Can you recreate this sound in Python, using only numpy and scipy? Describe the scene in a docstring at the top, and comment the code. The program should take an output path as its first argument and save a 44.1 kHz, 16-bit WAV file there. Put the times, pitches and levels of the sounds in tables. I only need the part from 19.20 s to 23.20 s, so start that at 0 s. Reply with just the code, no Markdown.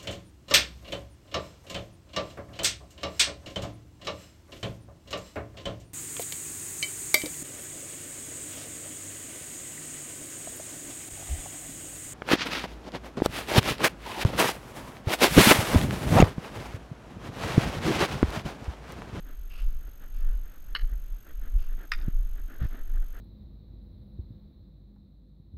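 """Clothes rub, dry leaves rustle and a body-worn camera rumbles as a hiker climbs a forest trail.
Steps shake the camera mount, which bumps a few times. Two pole tips strike rock in turn and chatter:
each contact cracks, rings the shaft and scrapes. Behind it: forest air, microphone hiss and a faint
whine from the camera's electronics, pulsing once a frame."""
import sys
import numpy as np
from scipy.fft import rfft, irfft, next_fast_len
from scipy.io import wavfile
from scipy.ndimage import uniform_filter1d, map_coordinates

SR = 44100
rng = np.random.default_rng(int(sys.argv[2]) if len(sys.argv) > 2 else 0)


def generate_wav(signal):
    """Clip the signal to [-1, 1] and save it as 16-bit WAV at the path in sys.argv[1]."""
    frames = np.transpose(np.atleast_2d(signal))
    scaled = np.clip(frames, -1, 1) * 32767
    pcm = np.round(scaled).astype(np.int16)
    wavfile.write(sys.argv[1], SR, pcm)


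N = 176400

# Tip contacts on rock (time [s], level [dB])
RIGHT_CONTACTS = [(1.5498, -20), (1.5545, -38), (1.5593, -25.5), (1.562, -31.5), (1.5687, -35),
                  (1.5855, -47), (1.5935, -40), (1.6105, -46), (1.617, -43.5), (1.643, -51)]
LEFT_CONTACTS = [(2.7176, -21), (2.7192, -21.5), (2.729, -33.5), (2.7348, -27.5), (2.7465, -37),
                 (2.7865, -43.5), (2.8132, -46), (2.8255, -58), (2.831, -51)]
# Shaft modes (frequency [Hz], relative level [dB], T60 [s])
RIGHT_SHAFT_MODES = [(440, -19, .03), (1190, -4, .045), (1418, -3, .045), (1684, 0, .03), (1824, 1, .03),
                     (2140, -3, .045), (2325, -8, .035), (2900, -3, .05), (3030, -2, .05),
                     (3320, -17, .035), (3995, -3, .038), (4118, -9, .04), (4334, -10, .05),
                     (4475, -7, .05), (5216, -18, .05)]
LEFT_SHAFT_MODES = [(330, -25, .03), (1061, -14, .05), (1250, -3, .05), (1421, -3, .05), (1754, -2, .03),
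                    (1880, 0, .045), (2140, -2, .035), (2452, -4, .04), (2648, -6, .035), (3553, -7, .045),
                    (3670, -5, .03), (4743, -8, .035), (4960, -5, .03), (5324, -9, .035), (5560, -11, .025)]
# Mount shake envelope (time [s], level [dB])
SHAKE_ENVELOPE = [(0.08, -41), (0.26, -35.5), (0.37, -41), (0.45, -21), (0.57, -26), (0.59, -32.5),
                  (0.8, -48), (1.05, -22.5), (1.15, -26.5), (1.27, -42), (1.37, -51), (1.41, -39),
                  (1.54, -32.5), (1.57, -54), (1.64, -17.5), (1.7, -40), (1.73, -24.5), (1.86, -38),
                  (1.94, -31.5), (2.06, -58), (2.12, -35.5), (2.33, -30), (2.36, -17.5), (2.43, -30),
                  (2.59, -30.5), (2.63, -53.5), (2.78, -23.5), (2.91, -29.5), (2.95, -21.5), (3.17, -35.5),
                  (3.25, -30.5), (3.3, -46), (3.42, -38), (3.63, -36), (3.74, -20.5), (4.0, -43.5)]
# Mount bumps (time [s], peak [dB], half width [s])
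MOUNT_BUMPS = [(2.8832, -19.5, 0.0014), (3.4197, -22, 0.0022), (3.4366, -22, 0.0024), (3.4546, -22, 0.0027)]
# Clothing rubs (start [s], length [s], level [dB])
CLOTH_RUBS = [(.045, 0.11, -56.5), (0.594, 0.068, -62.5), (0.661, 0.038, -52.5), (0.794, 0.086, -56.5),
              (0.982, 0.18, -59.5), (1.241, 0.15, -61), (1.476, 0.092, -60), (1.68, 0.082, -58.5),
              (2.046, 0.089, -57), (2.206, 0.094, -56.5), (2.376, 0.12, -69), (2.48, 0.073, -58.5),
              (2.57, 0.098, -52.5), (2.77, 0.152, -55.5), (3.152, .07, -56), (3.274, .11, -52.5),
              (3.386, 0.088, -47), (3.496, 0.13, -51.5), (3.659, 0.062, -59), (3.729, 0.064, -55.5),
              (3.805, 0.051, -57.5), (3.923, 0.12, -56)]
# Foliage brushes (start [s], length [s], level [dB], twig re leaves [dB])
LEAF_BRUSHES = [(0.296, 0.021, -59.5, 2), (0.332, 0.037, -62.5, -2), (.375, 0.022, -58, -2.5),
                (0.474, 0.065, -71, -18), (0.94, 0.07, -64.5, -8), (1.08, 0.085, -73, -6),
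                (2.381, .07, -64, -3), (3.41, 0.044, -60.5, -21)]
# Noise spectra (frequency [Hz], relative level [dB])
RIGHT_TIP_SPECTRUM = [(300, -17), (480, -6), (750, -25), (1200, -1.5), (1800, 4.5), (2600, -8.5), (3000, 5),
                      (3600, -18), (4150, -3), (5300, -13.5), (6400, -44), (11000, -29), (15000, -41)]
LEFT_TIP_SPECTRUM = [(300, -33), (950, -11.5), (1300, -1), (2000, 0.5), (2650, -2.5), (3050, -13),
                     (3600, -2), (4100, -16), (4900, -4), (5650, -13.5), (6400, -27), (11000, -28.5),
                     (15000, -39)]
JOLT_SPECTRUM = [(20, 5.5), (40, -4.5), (60, -8), (85, -20), (130, -31), (250, -41), (600, -71),
                 (2000, -100)]
CLOTH_SPECTRUM = [(120, -7.5), (270, 9.5), (420, 0), (700, -4), (1050, -11), (1350, 0.5), (1800, -1),
                  (2300, -14.5), (3400, -16), (4500, -27), (8000, -43), (15000, -35)]
LEAF_SPECTRUM = [(300, -0.5), (900, 0), (1350, 9), (1900, -1), (2700, 2.5), (4000, -3), (5000, -0.5),
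                 (6200, -13), (11000, -13), (15000, -36)]
AIR_SPECTRUM = [(30, 6.5), (80, 7), (160, -3), (280, -5), (420, -10), (700, -13), (1050, -16.5),
                (1400, -11), (2100, -19), (3200, -18.5), (4400, -25), (7000, -30), (9000, -27.5),
                (11500, -30), (13400, -32), (14300, -64), (15200, -38)]
ELECTRONICS_SPECTRUM = [(5000, -42), (7500, -12.5), (9200, -10), (11500, -21), (12400, -9), (12900, -14),
                        (13700, -5), (14400, -10.5)]


def pole(contacts, modes, spectrum, ring_attack_s=0.00033, crack_attack_s=0.00088,
         crack_t60_s=0.019, scrape_t60_s=0.26, ring_gain_db=-0.5, scrape_gain_db=-32):
    """Each contact cracks, rings the shaft and leaves a gritty scrape as the tip settles."""
    t = np.arange(SR // 3) / SR
    shaft = sum((-1) ** k * amp(db - 60 * t / t60_s) * np.sin(2 * np.pi * hz * t)
                for k, (hz, db, t60_s) in enumerate(modes))
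    shaft = shaft / np.abs(shaft).max() * (1 - np.exp(-t / ring_attack_s))
    burst = amp(-60 * t / crack_t60_s) * (1 - np.exp(-t / crack_attack_s))
    ring, crack_power, scrape_power = np.zeros((3, N))
    for time_s, db in contacts:
        onset = round(time_s * SR)
        span = slice(onset, onset + len(t))
        ring[span] += amp(db + ring_gain_db) * shaft
        crack_power[span] += (amp(db) * burst) ** 2
        scrape_power[span] += amp(db + scrape_gain_db - 60 * t / scrape_t60_s) ** 2
    grit = amp(4.8 * wobble(450))
    return ring + np.sqrt(crack_power + scrape_power * grit ** 2) * noise(spectrum)


def mount(resonance_hz=26.13, sway_gain_db=0.5, jolt_gain_db=-7.5):
    """Steps jolt the mount and rock it at its low resonance; bumps push it one way and back."""
    t = clock()
    shake_db = np.interp(t, *np.transpose(SHAKE_ENVELOPE))
    cycles = np.cumsum(resonance_hz * np.exp(0.2205 * wobble(20))) / SR
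    sway = amp(shake_db + sway_gain_db) * unit(np.sin(2 * np.pi * cycles))
    compressed_db = shake_db.max() + 0.67 * (shake_db - shake_db.max())
    jolts = amp(compressed_db + jolt_gain_db) * noise(JOLT_SPECTRUM)
    bumps = sum(amp(db) * push((t - time_s) / half_width_s) for time_s, db, half_width_s in MOUNT_BUMPS)
    return sway + jolts + bumps


def clothes(edge_s=0.027, roughness_db=2.5):
    """Fabric slides in short, slightly rough strokes."""
    envelope = sum(amp(db) * stroke(start_s, length_s, edge_s) for start_s, length_s, db in CLOTH_RUBS)
    return envelope * unit(noise(CLOTH_SPECTRUM) * amp(roughness_db * wobble(150)))


def leaves(grain_db=4, twig_hz=2700, twig_half_width_hz=270):
    """Grainy rustle, with the narrow zip of a twig sliding along a shaft."""
    rustle = unit(noise(LEAF_SPECTRUM) * amp(grain_db * wobble(400)))
    white = rng.standard_normal(N)
    twig = unit(filtered(white, lambda hz: 1 / (1 + ((hz - twig_hz) / twig_half_width_hz) ** 2)))
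    return sum(amp(db) * swish(start_s, length_s) * (rustle + amp(twig_db) * twig)
               for start_s, length_s, db, twig_db in LEAF_BRUSHES)


def air(level_db=-56.5):
    """Steady forest air and microphone hiss."""
    return amp(level_db) * noise(AIR_SPECTRUM)


def whine(frame_hz=47.952, start_s=0.0031, pulse_s=0.0086, pitch_hz=6448, drift_hz=14.3, jitter_hz=22.5,
          tone_db=-64.5, overtone_db=-58, hiss_db=-70, idle_gain=0.32):
    """The electronics whistle and hiss once a frame; weaker hiss between pulses."""
    frame_time_s = (clock() - start_s) % (1 / frame_hz)
    gate = uniform_filter1d((frame_time_s < pulse_s) * 1., size=16)
    phase = 2 * np.pi * np.cumsum(pitch_hz + drift_hz * wobble(40) + jitter_hz * wobble(1000)) / SR
    flicker = amp(wobble(700))
    tone = flicker * (amp(tone_db) * np.sin(phase) + amp(overtone_db) * np.sin(2 * phase))
    hiss = amp(hiss_db) * noise(ELECTRONICS_SPECTRUM)
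    return gate * tone + (gate + idle_gain * (1 - gate)) * hiss


def push(half_widths):
    """One push and rebound, peak 1."""
    slope = np.tanh(half_widths)
    return 2 * slope * np.sqrt(1 - slope ** 2)


def stroke(start_s, length_s, edge_s):
    """Rise, hold and fall of one slide."""
    t = clock() - start_s
    return np.sin(np.pi / 2 * np.clip(np.minimum(t, length_s - t) / edge_s, 0, 1))


def swish(start_s, length_s, rise_s=0.0069, settle_s=0.044):
    """Quick rise and hold, then the foliage settles."""
    t = clock() - start_s
    return np.clip(t / rise_s, 0, 1) * np.exp(-np.maximum(t - length_s, 0) / settle_s)


def amp(db):
    """Decibels to gain."""
    return 10 ** (np.asarray(db) / 20)


def unit(x):
    """Scale to rms 1."""
    return x / np.sqrt(np.mean(x ** 2) + 1e-20)


def clock():
    """Sample times [s]."""
    return np.arange(N) / SR


def wobble(knots_per_s):
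    """Smooth random curve."""
    return map_coordinates(rng.standard_normal(int(N * knots_per_s / SR) + 4), [clock() * knots_per_s])


def filtered(x, response):
    """Apply a frequency response."""
    size = next_fast_len(N + SR // 2)
    return irfft(rfft(x, size) * response(np.fft.rfftfreq(size, 1 / SR)), size)[:N]


def noise(spectrum):
    """Shaped noise, rms 1."""
    knots_hz, db = np.transpose(spectrum)
    white = rng.standard_normal(N)
    return unit(filtered(white, lambda hz: amp(np.interp(np.log(hz + 1), np.log(knots_hz), db))))


def scene():
    """Poles, hiker and forest air at one microphone."""
    right = pole(RIGHT_CONTACTS, RIGHT_SHAFT_MODES, RIGHT_TIP_SPECTRUM)
    left = pole(LEFT_CONTACTS, LEFT_SHAFT_MODES, LEFT_TIP_SPECTRUM)
    return (right + left + mount() + clothes() + leaves() + air())[None]


def record(dry):
    """The camera adds its whine and limits the band."""
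    cutoff_hz = 15300
    return filtered(dry[0] + whine(), lambda hz: hz < cutoff_hz)[None]


dry = scene()
out = record(dry)
generate_wav(out)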